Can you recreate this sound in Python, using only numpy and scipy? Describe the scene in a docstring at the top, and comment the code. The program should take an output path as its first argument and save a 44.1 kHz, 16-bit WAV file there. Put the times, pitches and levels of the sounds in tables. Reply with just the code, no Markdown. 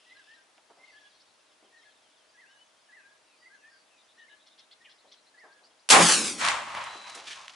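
"""A black-powder rifle is fired from a wooden shelter on a quiet meadow range. First a songbird whistles short
phrases, others twitter and chip farther off, and the bench is softly bumped. Ignition snaps and the blast,
noise under fast envelopes, rings the shelter's resonances and rolls low. The shock wave sizzles back from the
grass as comb-filtered hiss; sharp hits from down the range and tree-line echoes follow. Last, the shooter's
jacket rubs, a sleeve drags and gear clicks, while a thin whistle flutters."""
import sys
import numpy as np
from scipy import signal
from scipy.fft import rfft, irfft, next_fast_len
from scipy.io import wavfile
from scipy.ndimage import uniform_filter1d, minimum_filter1d, map_coordinates

SR = 44100
rng = np.random.default_rng(int(sys.argv[2]) if len(sys.argv) > 2 else 0)


def unload_wav(signal):
    """Save mono or channel-first audio to the path in sys.argv[1] as 16-bit WAV at rate SR, clipped to [-1, 1]."""
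    wavfile.write(
        sys.argv[1],
        SR,
        np.round(np.clip(np.atleast_2d(signal).T, -1, 1) * 32767).astype(np.int16),
    )


N = 332955
T = np.arange(N) / SR   # time [s]
SHOT_S = 5.9015
CUTOFF_HZ = 11050   # top of the recorded band


def from_db(db):
    """Decibels to gain."""
    return 10 ** (np.asarray(db) / 20)


def rms_one(x):
    """Scale to unit power."""
    return x / np.sqrt(np.mean(x ** 2) + 1e-20)


def at_hz(points, hz):
    """Gain of a spectrum at given frequencies, read off along a log frequency axis."""
    knots, db = np.transpose(points)
    return from_db(np.interp(np.log(np.maximum(hz, 1)), np.log(knots), db))


def stereo_white(alike):
    """Two white noises; alike is the correlation between the channels."""
    mid, side = rng.standard_normal((2, N))
    alike = np.clip(alike, 0, .99)
    return (np.sqrt(1 + alike) * mid + np.sqrt(1 - alike) * side * [[1], [-1]]) / np.sqrt(2)


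def noise(spectrum, alike):
    """Stereo noise of a given colour, rms 1."""
    size = next_fast_len(N)
    hz = np.arange(size // 2 + 1) * SR / size
    coloured = rfft(stereo_white(alike), size) * at_hz(spectrum, hz)
    return rms_one(irfft(coloured, size)[:, :N])


def resonate(x, hz, width_hz):
    """One resonance, a two-pole ring, rms 1."""
    r = np.exp(-np.pi * width_hz / SR)
    return rms_one(signal.lfilter([1, 0, -1], [1, -2 * r * np.cos(2 * np.pi * hz / SR), r * r], x))


def waver(per_s):
    """Random curve about zero: straight lines between knots of spread 1, per_s knots a second."""
    knots = rng.standard_normal(N // 16)
    return np.interp(T * per_s, np.arange(len(knots)), knots)


def phase_of(hz):
    """Running phase of a pitch curve."""
    return 2 * np.pi * np.cumsum(hz) / SR


def decay(start, t60, rise):
    """Envelope that swells from its start and dies away, 60 dB in t60 seconds."""
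    out, on = np.zeros(N), slice(*np.searchsorted(T, [start, start + 2 * t60]))
    age = T[on] - start
    out[on] = (1 - np.exp(-age / rise)) * from_db(-60 * age / t60)
    return out


def surge(start, db, attack, hold, t60, attack_span_db=22):
    """Gain that climbs through the attack span, holds and dies away."""
    out, on = np.zeros(N), slice(*np.searchsorted(T, [start, start + attack + hold + 2 * t60]))
    age = T[on] - start
    climb_db = attack_span_db * np.minimum(age / attack - 1, 0)
    fall_db = 60 * np.maximum(age - attack - hold, 0) / t60
    out[on] = from_db(db + climb_db - fall_db)
    return out


def surges(rows):
    """Overlapping surges add in power."""
    return np.sqrt(sum(surge(*row) ** 2 for row in rows))


def ticks(rows, low_hz, rise=0.00027):
    """Short bursts of band-passed noise, each with its own length and brightness."""
    out, white = np.zeros((2, N)), stereo_white(0.77)
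    for start, db, t60, top_hz in rows:
        on = slice(*np.searchsorted(T, [start, start + 2 * t60]))
        age = T[on] - start
        band = signal.butter(2, [low_hz, min(top_hz, CUTOFF_HZ)], "band", fs=SR, output="sos")
        burst = rms_one(signal.sosfilt(band, white[:, on]))
        out[:, on] += burst * (1 - np.exp(-age / rise)) * from_db(db - 60 * age / t60)
    return out


def muzzle_blast(roof_hz=173.2):
    """A bright crack, then the darker boom that builds up under the roof and rings its timbers."""
    # colours of crack, boom, low roll, and the buffeting of each microphone port on its own:
    # (frequency [Hz], relative level per Hz [dB])
    crack_colour = [(60, -54), (400, -6), (1200, -8.5), (3500, -1.5), (5500, -3.5), (8000, -2),
                    (11000, -8.5)]
    boom_colour = [(80, -30), (250, -14), (450, -11.5), (750, -3.5), (1150, -2), (1600, -7.5), (2400, -7.5),
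                   (4000, -24), (11000, -25)]
    roll_colour = [(20, -14), (125, -14.5), (200, 1), (320, 0), (500, -7), (1000, -28.5)]
    buffet_colour = [(25, 9), (60, -2), (120, -29), (300, -45)]
    # resonances of the shelter: (frequency [Hz], width [Hz], level [dB])
    shelter_modes = [(590, 35, -27), (791, 84, -22), (1020, 87, -24.5), (1622, 28, -35), (1883, 25, -34),
                     (2232, 25, -35), (2370, 30, -38)]
    # the boom under the roof, then its return from the ground in front:
    # (time [s], level [dB], attack [s], hold [s], t60 [s])
    booms = [(5.902, -13, 0.022, 0.035, 0.4), (6.072, -24.5, 0.019, .015, 0.24)]
    # the low roll, its first swell, then near and far ground: columns as for the boom
    rolls = [(5.902, -27, 0.095, 0.045, 0.26), (5.902, -37, 0.018, 0.29, 1), (6.55, -62, .1, 0.09, 2.1)]
    # the roof's swing: columns as for the boom
    roof_swing = (5.945, -23.5, .065, .035, .15)

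    crack = from_db(-6.0) * noise(crack_colour, alike=0.6) * decay(SHOT_S, t60=0.28, rise=0.00041)
    boom = noise(boom_colour, alike=0.46) * surges(booms)

    push = stereo_white(0.7)
    ringing = sum(from_db(db) * resonate(push, hz, width) for hz, width, db in shelter_modes)
    first_ring = surge(SHOT_S, db=-1.5, attack=.037, hold=0.09, t60=0.12)
    long_ring = surge(SHOT_S, db=-24.0, attack=0.045, hold=0.26, t60=0.84)
    timbers = ringing * (first_ring + long_ring)

    # the roof's lowest mode takes a moment to swing up
    roof = np.sin(phase_of(roof_hz + 3 * waver(40))) * surge(*roof_swing)
    buffet = from_db(-14) * noise(buffet_colour, alike=.2)
    roll = (noise(roll_colour, alike=0.93) + buffet) * surges(rolls)
    return crack + boom + timbers + roof + roll


def sharp_snaps():
    """Short, bright noise bursts: ignition ahead of the blast, then a snap from down the range."""
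    # (time [s], level [dB], t60 [s], top frequency [Hz])
    snaps = [(5.8895, -15, 0.02, 10100), (5.897, -19.5, 0.041, 11000), (6.4855, -16.5, 0.016, 6770)]
    return ticks(snaps, low_hz=1060)


def grass_scatter(lag_ms=0.482, lag_ms_per_s=0.868):
    """The shock wave scatters from ever farther grass; a lagging ground bounce sweeps a comb downward."""
    # colour of the sizzle: (frequency [Hz], relative level per Hz [dB])
    sizzle_colour = [(150, -45), (700, -16), (1300, -4.5), (2200, -2), (3600, -1.5), (5700, 0), (9000, -1),
                     (11000, -6)]
    # scatter from the near meadow and two farther rises:
    # (time [s], level [dB], attack [s], hold [s], t60 [s])
    grass = [(5.925, -18, 0.098, .11, 0.51), (6.22, -29.5, 0.028, 0.046, 0.28),
             (6.35, -36, 0.043, 0.017, 0.41)]
    # the bounce grows as the shock wave skims ever flatter over the ground: (time [s], share [0-1])
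    bounce = [(5.95, 0.33), (6.05, 0.59)]

    hiss = noise(sizzle_colour, alike=0.81) * from_db(1.1 * waver(500))
    lag = (lag_ms + lag_ms_per_s * (T - SHOT_S)) / 1000   # [s]
    bounced = np.array([map_coordinates(side, [(T - lag) * SR], order=3) for side in hiss])
    share = np.interp(T, *np.transpose(bounce))
    return rms_one(hiss + share * bounced) * surges(grass)


def tree_line(grain_db=2.5, patchy_db=1.5):
    """Many trunks return the shot in uneven, hollow clumps: the first, nearest echoes are the brightest."""
    # colours of the stands and of the forest's edge: (frequency [Hz], relative level per Hz [dB])
    stand_colour = [(100, -16), (380, -29), (600, -6), (850, -1.5), (1120, 0.5), (1500, -7), (2400, -8),
                    (4000, -16), (7000, -34), (11000, -33)]
    edge_colour = [(500, -26), (1200, 0.5), (1900, 2), (3000, -3), (5000, -9), (8000, -11), (11000, -23.5)]
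    # the hollow ring of the woods: (frequency [Hz], width [Hz], level [dB])
    woods_ring = (1060, 150, -6)
    # echoes from ever farther stands of trees: (time [s], level [dB], attack [s], hold [s], t60 [s])
    stands = [(6.38, -32.5, 0.035, .17, 0.48), (6.42, -30.5, 0.034, 0.042, 0.23),
              (6.66, -40, 0.014, 0.05, 0.98), (6.735, -34.5, 0.013, 0.038, 0.4),
              (6.79, -41, 0.025, 0.073, 0.66), (7.02, -46, 0.038, 0.022, 1), (7.32, -48, 0.05, .02, 0.73)]
    # bright echoes of the forest's edge, then its long scatter: same columns
    edges = [(6.38, -27.5, 0.037, 0.072, 0.51), (6.43, -29.5, 0.034, .04, 0.088),
             (6.6, -48, 0.069, 0.19, 2.3)]

    hz, width_hz, db = woods_ring
    ring = from_db(db) * resonate(stereo_white(0.61), hz, width_hz)
    hollow = noise(stand_colour, alike=0.8) + ring
    body = rms_one(hollow * from_db(patchy_db * waver(90))) * surges(stands)
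    grainy = noise(edge_colour, alike=0.45) * from_db(grain_db * waver(970))
    return body + rms_one(grainy) * surges(edges)


def range_hits(pulse_s=0.0002, spread_s_per_s=0.0009):
    """Sharp hits from down the range, each an N-shaped pulse, the later ones longer and duller."""
    # single hard-edged hits from down the range: (time [s], peak level [dB])
    hits = [(6.4508, -6), (6.4855, -5.5), (6.7505, -22)]
    out = np.zeros(N)
    for start, db in hits:
        length = pulse_s + spread_s_per_s * (start - hits[0][0])
        on = slice(*np.searchsorted(T, [start, start + length]))
        out[on] += from_db(db) * (1 - 2 * (T[on] - start) / length)
    return out


def shooter(slips_db=2.5, drag_slips_db=5.0):
    """Elbows bump the bench, the jacket rubs in small slips, a sleeve drags, the gear clicks."""
    # soft bumps on the bench: (time [s], level [dB], t60 [s], top frequency [Hz])
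    bump_rows = [(.578, -53, .08, 1500), (.698, -49.5, .17, 1250), (.76, -60.5, 1, 1200),
                 (1.62, -48.5, 0.31, 400), (5.04, -52.5, .27, 700), (5.436, -51, 0.31, 1900),
                 (5.61, -62, .63, 1300), (6.945, -40, 0.2, 700), (7.151, -44, 0.44, 1800)]
    # clicks of rifle and gear: (time [s], level [dB], t60 [s], top frequency [Hz])
    clicks = [(.579, -55, 0.027, 3000), (6.839, -39.5, 0.03, 11100), (7.097, -36.5, 0.022, 10100),
              (7.149, -41.5, 0.13, 11000), (7.4805, -30, 0.01, 4400), (7.495, -43, 0.063, 4660),
              (7.535, -49, 0.043, 5800)]
    # colours of bench and cloth: (frequency [Hz], relative level per Hz [dB])
    bench_colour = [(100, -31), (220, -11.5), (400, -1), (750, 1.5), (1400, -3), (2500, -15), (10000, -31)]
    cloth_colour = [(400, -15), (1300, -5.5), (2300, -1), (3500, 0), (6000, -4), (11000, -18)]
    # strokes of the jacket: (time [s], level [dB], attack [s], hold [s], t60 [s])
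    rubs = [(6.55, -54, .11, 0.77, 2.3), (7.06, -50.5, 0.023, 0.13, 0.76), (7.25, -42.5, 0.021, .04, 0.46)]
    # a sleeve drags over the bench: same columns
    drags = [(7.255, -46.5, 0.019, .02, .2), (7.295, -42, 0.014, 0.019, .12)]
    # resonances of the sleeve's folds: (frequency [Hz], width [Hz], level [dB])
    folds = [(1770, 340, -5), (2350, 460, -2.5), (3100, 500, -3)]

    wood, bumps = noise(bench_colour, alike=0.94), 0
    for start, db, t60, top_hz in bump_rows:
        soft = signal.sosfilt(signal.butter(2, top_hz, fs=SR, output="sos"), wood)
        bumps = bumps + soft * from_db(db) * decay(start, t60, rise=0.0056)

    cloth = noise(cloth_colour, alike=0.88) * from_db(slips_db * waver(300))
    rub = rms_one(cloth) * surges(rubs)

    slips = stereo_white(0.83) * from_db(drag_slips_db * waver(400))
    drag = sum(from_db(db) * resonate(slips, hz, width) for hz, width, db in folds)
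    return bumps + rub + rms_one(drag) * surges(drags) + ticks(clicks, low_hz=1110)


def among_trees(x, wet_db, t60):
    """Direct sound plus diffuse scatter from foliage, different in each ear."""
    age = T[:SR]
    tail = rng.standard_normal((2, SR)) * from_db(-60 * age / t60)
    tail /= np.sqrt(np.sum(tail ** 2, axis=1, keepdims=True))
    return x + from_db(wet_db) * signal.fftconvolve(x[None], tail, axes=1)[:, :N]


def songbird(burr=0.014, break_hz=2300, rasp=0.19, flutter_db=2.0, warble_per_s=25.7, louder_db_per_octave=8):
    """A nearly pure whistle glides from note to note; pushed too high, it breaks into a rasp."""
    # phrases by name, note by note: (time into the phrase [s], length [s], first pitch [Hz],
    # last pitch [Hz], level [dB], warble depth [Hz])
    phrases = { "zigzag": [(0, .069, 1926, 1970, -9.5, 0), (.046, .029, 2030, 2065, -1.5, 0),
               (.085, .055, 1542, 1728, -6.5, 0), (.12, 0.048, 1695, 1510, -9.5, 0),
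               (.21, .087, 1690, 1894, -5, 0), (.295, .075, 1618, 1560, -9.5, 0)],
               "falling": [(0, 0.054, 2020, 2140, -9, 45), (.05, 0.02, 2060, 2135, -1, 0),
               (.085, .05, 2100, 2044, -4, 43), (.137, .082, 1740, 1702, -5, -6),
               (.215, 0.08, 1685, 1665, -8, 2)], "warble": [(0, .092, 1846, 1802, -1.5, 37),
               (.11, 0.013, 2050, 2170, -2.5, 0), (.122, .06, 1685, 1720, -4, 0)],
               "arch": [(0, 0.039, 1760, 1610, -8.5, 0), (.037, 0.039, 1910, 2120, -1, 0),
               (.066, .062, 2020, 1490, -3.5, 0), (.14, 0.074, 1560, 1657, -7, 0),
               (.215, .05, 1660, 1640, -13, 0)], "peak": [(0, .04, 1810, 2000, -5, 0),
               (.04, .0274, 2910, 2670, 0, 0), (.06, .036, 2000, 1510, -4.5, 0)]}
    # the song: (time [s], phrase name, level [dB])
    song = [(0.061, "zigzag", -52), (0.783, "falling", -53.5), (1.722, "warble", -58.5),
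            (2.336, "arch", -56), (2.886, "arch", -53), (3.411, "zigzag", -52), (4.172, "warble", -54.5),
            (4.803, "peak", -56.5), (5.338, "arch", -54)]

    out, shake, buzz = np.zeros(N), waver(250), waver(900)
    flutter = flutter_db * waver(120)
    for start, name, song_db in song:
        for delay, length, first_hz, last_hz, db, warble_hz in phrases[name]:
            on = slice(*np.searchsorted(T, [start + delay, start + delay + length]))
            age = T[on] - start - delay
            glide = first_hz + (last_hz - first_hz) * age / length
            pitch = glide - warble_hz * np.cos(2 * np.pi * warble_per_s * age)
            # within a note, higher is louder
            effort_db = louder_db_per_octave * np.log2(pitch / pitch.mean())
            swell = np.sqrt(np.abs(np.sin(np.pi * age / length)))
            loud = from_db(song_db + db + effort_db + flutter[on]) * swell
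            pitch = pitch * (1 + burr * shake[on] + rasp * (pitch > break_hz) * buzz[on])
            out[on] += loud * np.sqrt(2) * np.sin(phase_of(pitch))
    return among_trees(out, wet_db=-4.0, t60=0.4)


def chipping_bird(droop=0.158, upper_db=-3):
    """Each chip is a quick, rasping arch; the upper side of the syrinx sings a steeper arch of its own."""
    # harsh chips: (time [s], length [s], level [dB], peak pitch of the upper voice before shake [Hz])
    chips = [(4.462, 0.03, -61, 5550), (4.579, 0.035, -57.5, 5380), (4.71, 0.03, -56.5, 4730),
             (4.892, 0.043, -61, 5440), (5.114, 0.034, -56, 5630)]
    # lower partials of a chip: (peak pitch before shake [Hz], relative level [dB])
    throat = [(2130, -10.5), (3480, -1.5), (4250, -1.5)]

    out, shake = np.zeros(N), 1 + .022 * waver(700)
    rasp = from_db(5 * waver(1500))
    for start, length, db, upper_hz in chips:
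        on = slice(*np.searchsorted(T, [start, start + length]))
        arch = (2 * (T[on] - start) / length - 1) ** 2   # 0 mid-chip, 1 at both ends
        bend = (1 - droop * arch) * shake[on]
        lower = sum(from_db(share) * np.sin(phase_of(hz * bend)) for hz, share in throat)
        upper = from_db(upper_db) * np.sin(phase_of(upper_hz * bend ** 2))
        out[on] += from_db(db) * rms_one((lower + upper) * rasp[on] * (1 - arch ** 4))
    return among_trees(out, wet_db=-6.0, t60=0.16)


def slurs(rows):
    """Notes that glide from one pitch to another, some clear and some buzzy."""
    out, shake = np.zeros(N), waver(700)
    for start, length, first_hz, last_hz, db, rough in rows:
        on = slice(*np.searchsorted(T, [start, start + length]))
        part = (T[on] - start) / length
        hz = (first_hz + (last_hz - first_hz) * part) * (1 + rough * shake[on])
        swell = np.sqrt(np.abs(np.sin(np.pi * part)))
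        out[on] += from_db(db) * swell * np.sin(phase_of(hz))
    return out


def far_birds():
    """Slurs, trills, a whistle, a rattle and chatter, all blurred by distance."""
    # single slurs: (time [s], length [s], first pitch [Hz], last pitch [Hz], level [dB], roughness [0-1])
    twitter = [(.09, .035, 3700, 4130, -63, 0.03), (.15, 0.042, 4350, 3750, -63, .008),
               (.34, .03, 3850, 4130, -63, .015), (.84, 0.032, 4200, 3600, -66, 0.07),
               (1.11, .09, 4550, 4400, -71, .012), (1.195, .036, 4400, 5400, -60, 0.09),
               (1.27, .045, 4380, 3630, -70, 0.04), (1.738, 0.1, 4640, 3500, -68, .02),
               (2.285, .03, 4650, 4900, -67, .012), (3.35, .17, 4820, 4570, -68, 0.02),
               (3.69, 0.16, 4760, 4570, -66, .035), (4.175, 0.088, 2880, 3000, -63.5, 0.03),
               (4.29, 0.068, 2880, 3020, -60, 0.04), (5.635, 0.024, 4170, 5010, -56, 0.06)]
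    # one slurred note repeated: (first time [s], last time [s], nominal spacing [s], note length [s],
    # first pitch [Hz], last pitch [Hz], level [dB], roughness [0-1])
    trills = [(1.863, 2.161, .15, .075, 3480, 2970, -69, .008),
              (2.95, 3.886, .31, 0.13, 2830, 2290, -68.5, 0.03),
              (3.973, 4.601, .103, 0.054, 3620, 3783, -63, 0.06),
              (4.98, 5.263, .094, .036, 3950, 4220, -63, 0.06),
              (5.38, 5.787, .135, 0.028, 4000, 5140, -62.5, 0.09)]
    # one clear far whistle: (time [s], pitch [Hz], level [dB])
    far_whistle = [(2.46, 2540, -64), (2.511, 3030, -65), (2.58, 2905, -65), (2.62, 3010, -54.5),
                   (2.65, 2970, -69)]

    notes = []
    for first, last, spacing, *note in trills:
        count = round((last - first) / spacing) + 1
        notes += [(start, *note) for start in np.linspace(first, last, count)]

    when, hz, db = np.transpose(far_whistle)
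    loud = from_db(np.interp(T, when, db, left=-200, right=-200))
    whistle = loud * np.sin(phase_of(np.interp(T, when, hz)))
    together = slurs(twitter) + slurs(notes) + whistle + rattling_bird() + hedgerow()
    return among_trees(together, wet_db=-6, t60=0.16)


def rattling_bird(pulse_db=4, pulses_per_s=42):
    """A distant, dry rattle: coloured noise in pulses half run together."""
    # (time [s], level [dB], attack [s], hold [s], t60 [s])
    rattle = (-0.03, -64.5, 0, 0.36, 0.5)
    # its colour: (frequency [Hz], relative level per Hz [dB])
    rattle_colour = [(2100, -21), (2700, 0.5), (3500, -4), (4000, -10), (5200, -7.5), (5900, -22)]
    pulses = from_db(pulse_db * np.sin(2 * np.pi * pulses_per_s * T))
    return rms_one(noise(rattle_colour, alike=0.43)[0] * pulses) * surge(*rattle)


def hedgerow(count=480, low_hz=3000, high_hz=6500, rough=.02, spread_db=7, steady_db=-72.5):
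    """A crowd of faint, quick notes of chance pitch, slope and strength; the farthest merge into a haze."""
    # bouts of chatter over the steady level: (time [s], level [dB], attack [s], hold [s], t60 [s])
    bouts = [(.7, -65, 0.13, 0.24, 1.5), (1.6, -70, 0.13, .25, 4.4)]
    when, length, pitch, slope, near = rng.random((count, 5)).T
    first_hz = low_hz * (high_hz / low_hz) ** pitch
    last_hz = first_hz * (0.8 + 0.28 * slope)
    note_db = spread_db * near - 3 * pitch
    length_s = 0.015 + 0.035 * length
    notes = np.column_stack([when * T[-1], length_s, first_hz, last_hz, note_db, np.full(count, rough)])
    haze = noise([(1800, -20.5), (2700, -2.5), (5400, -7), (7700, -20.5)], alike=0.26)[0]
    busy = np.hypot(from_db(steady_db), surges(bouts))
    return (from_db(-4.5) * rms_one(slurs(notes)) + from_db(-5) * haze) * busy


def meadow(flutter_hz=56, air_db=-64):
    """Soft hiss, a faint far hum, and one thin fluttering whistle after the shot."""
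    # still air over the meadow: (frequency [Hz], relative level per Hz [dB])
    air_colour = [(30, -21), (60, -17), (170, -16), (290, -6), (400, -7), (620, -4.5), (1000, -4.5),
                  (1400, -6.5), (4800, -12), (10500, -17.5)]
    air = from_db(air_db) * noise(air_colour, alike=0.43)
    hum = from_db(-77.0) * np.sin(phase_of(628 + 2 * waver(20)))
    flutter = np.sin(2 * np.pi * flutter_hz * T)
    whistle = np.sin(phase_of(3960 + 40 * flutter + 25 * waver(200))) * from_db(4 * flutter)
    return air + hum + whistle * surge(6.83, db=-50, attack=0.055, hold=0.2, t60=1.0)


def scene():
    """Birds a little to the left, the shot nearly straight ahead."""
    birds = (songbird() + chipping_bird() + far_birds()) * from_db([[.9], [-.9]])
    shot = muzzle_blast() + grass_scatter() + tree_line() + range_hits() + sharp_snaps()
    return birds + meadow() * from_db([[.6], [-.6]]) + shot * from_db([[.3], [-.3]]) + shooter()


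def record(dry, ceiling_db=-1.0, low_cut_hz=75):
    """A fast limiter holds the blast's peaks; the microphone drops the deep bass and the top is cut."""
    room_left = np.minimum(1, from_db(ceiling_db) / (np.abs(dry).max(axis=0) + 1e-9))
    # about 1 ms of hold and smoothing, the same gain on both channels
    gain = uniform_filter1d(minimum_filter1d(room_left, size=45), size=45)
    low_cut = signal.butter(2, low_cut_hz, "high", fs=SR, output="sos")
    thinned = signal.sosfilt(low_cut, dry * gain)
    return signal.sosfilt(signal.ellip(14, .2, 90, CUTOFF_HZ, fs=SR, output="sos"), thinned)


dry = scene()
out = record(dry)
unload_wav(out)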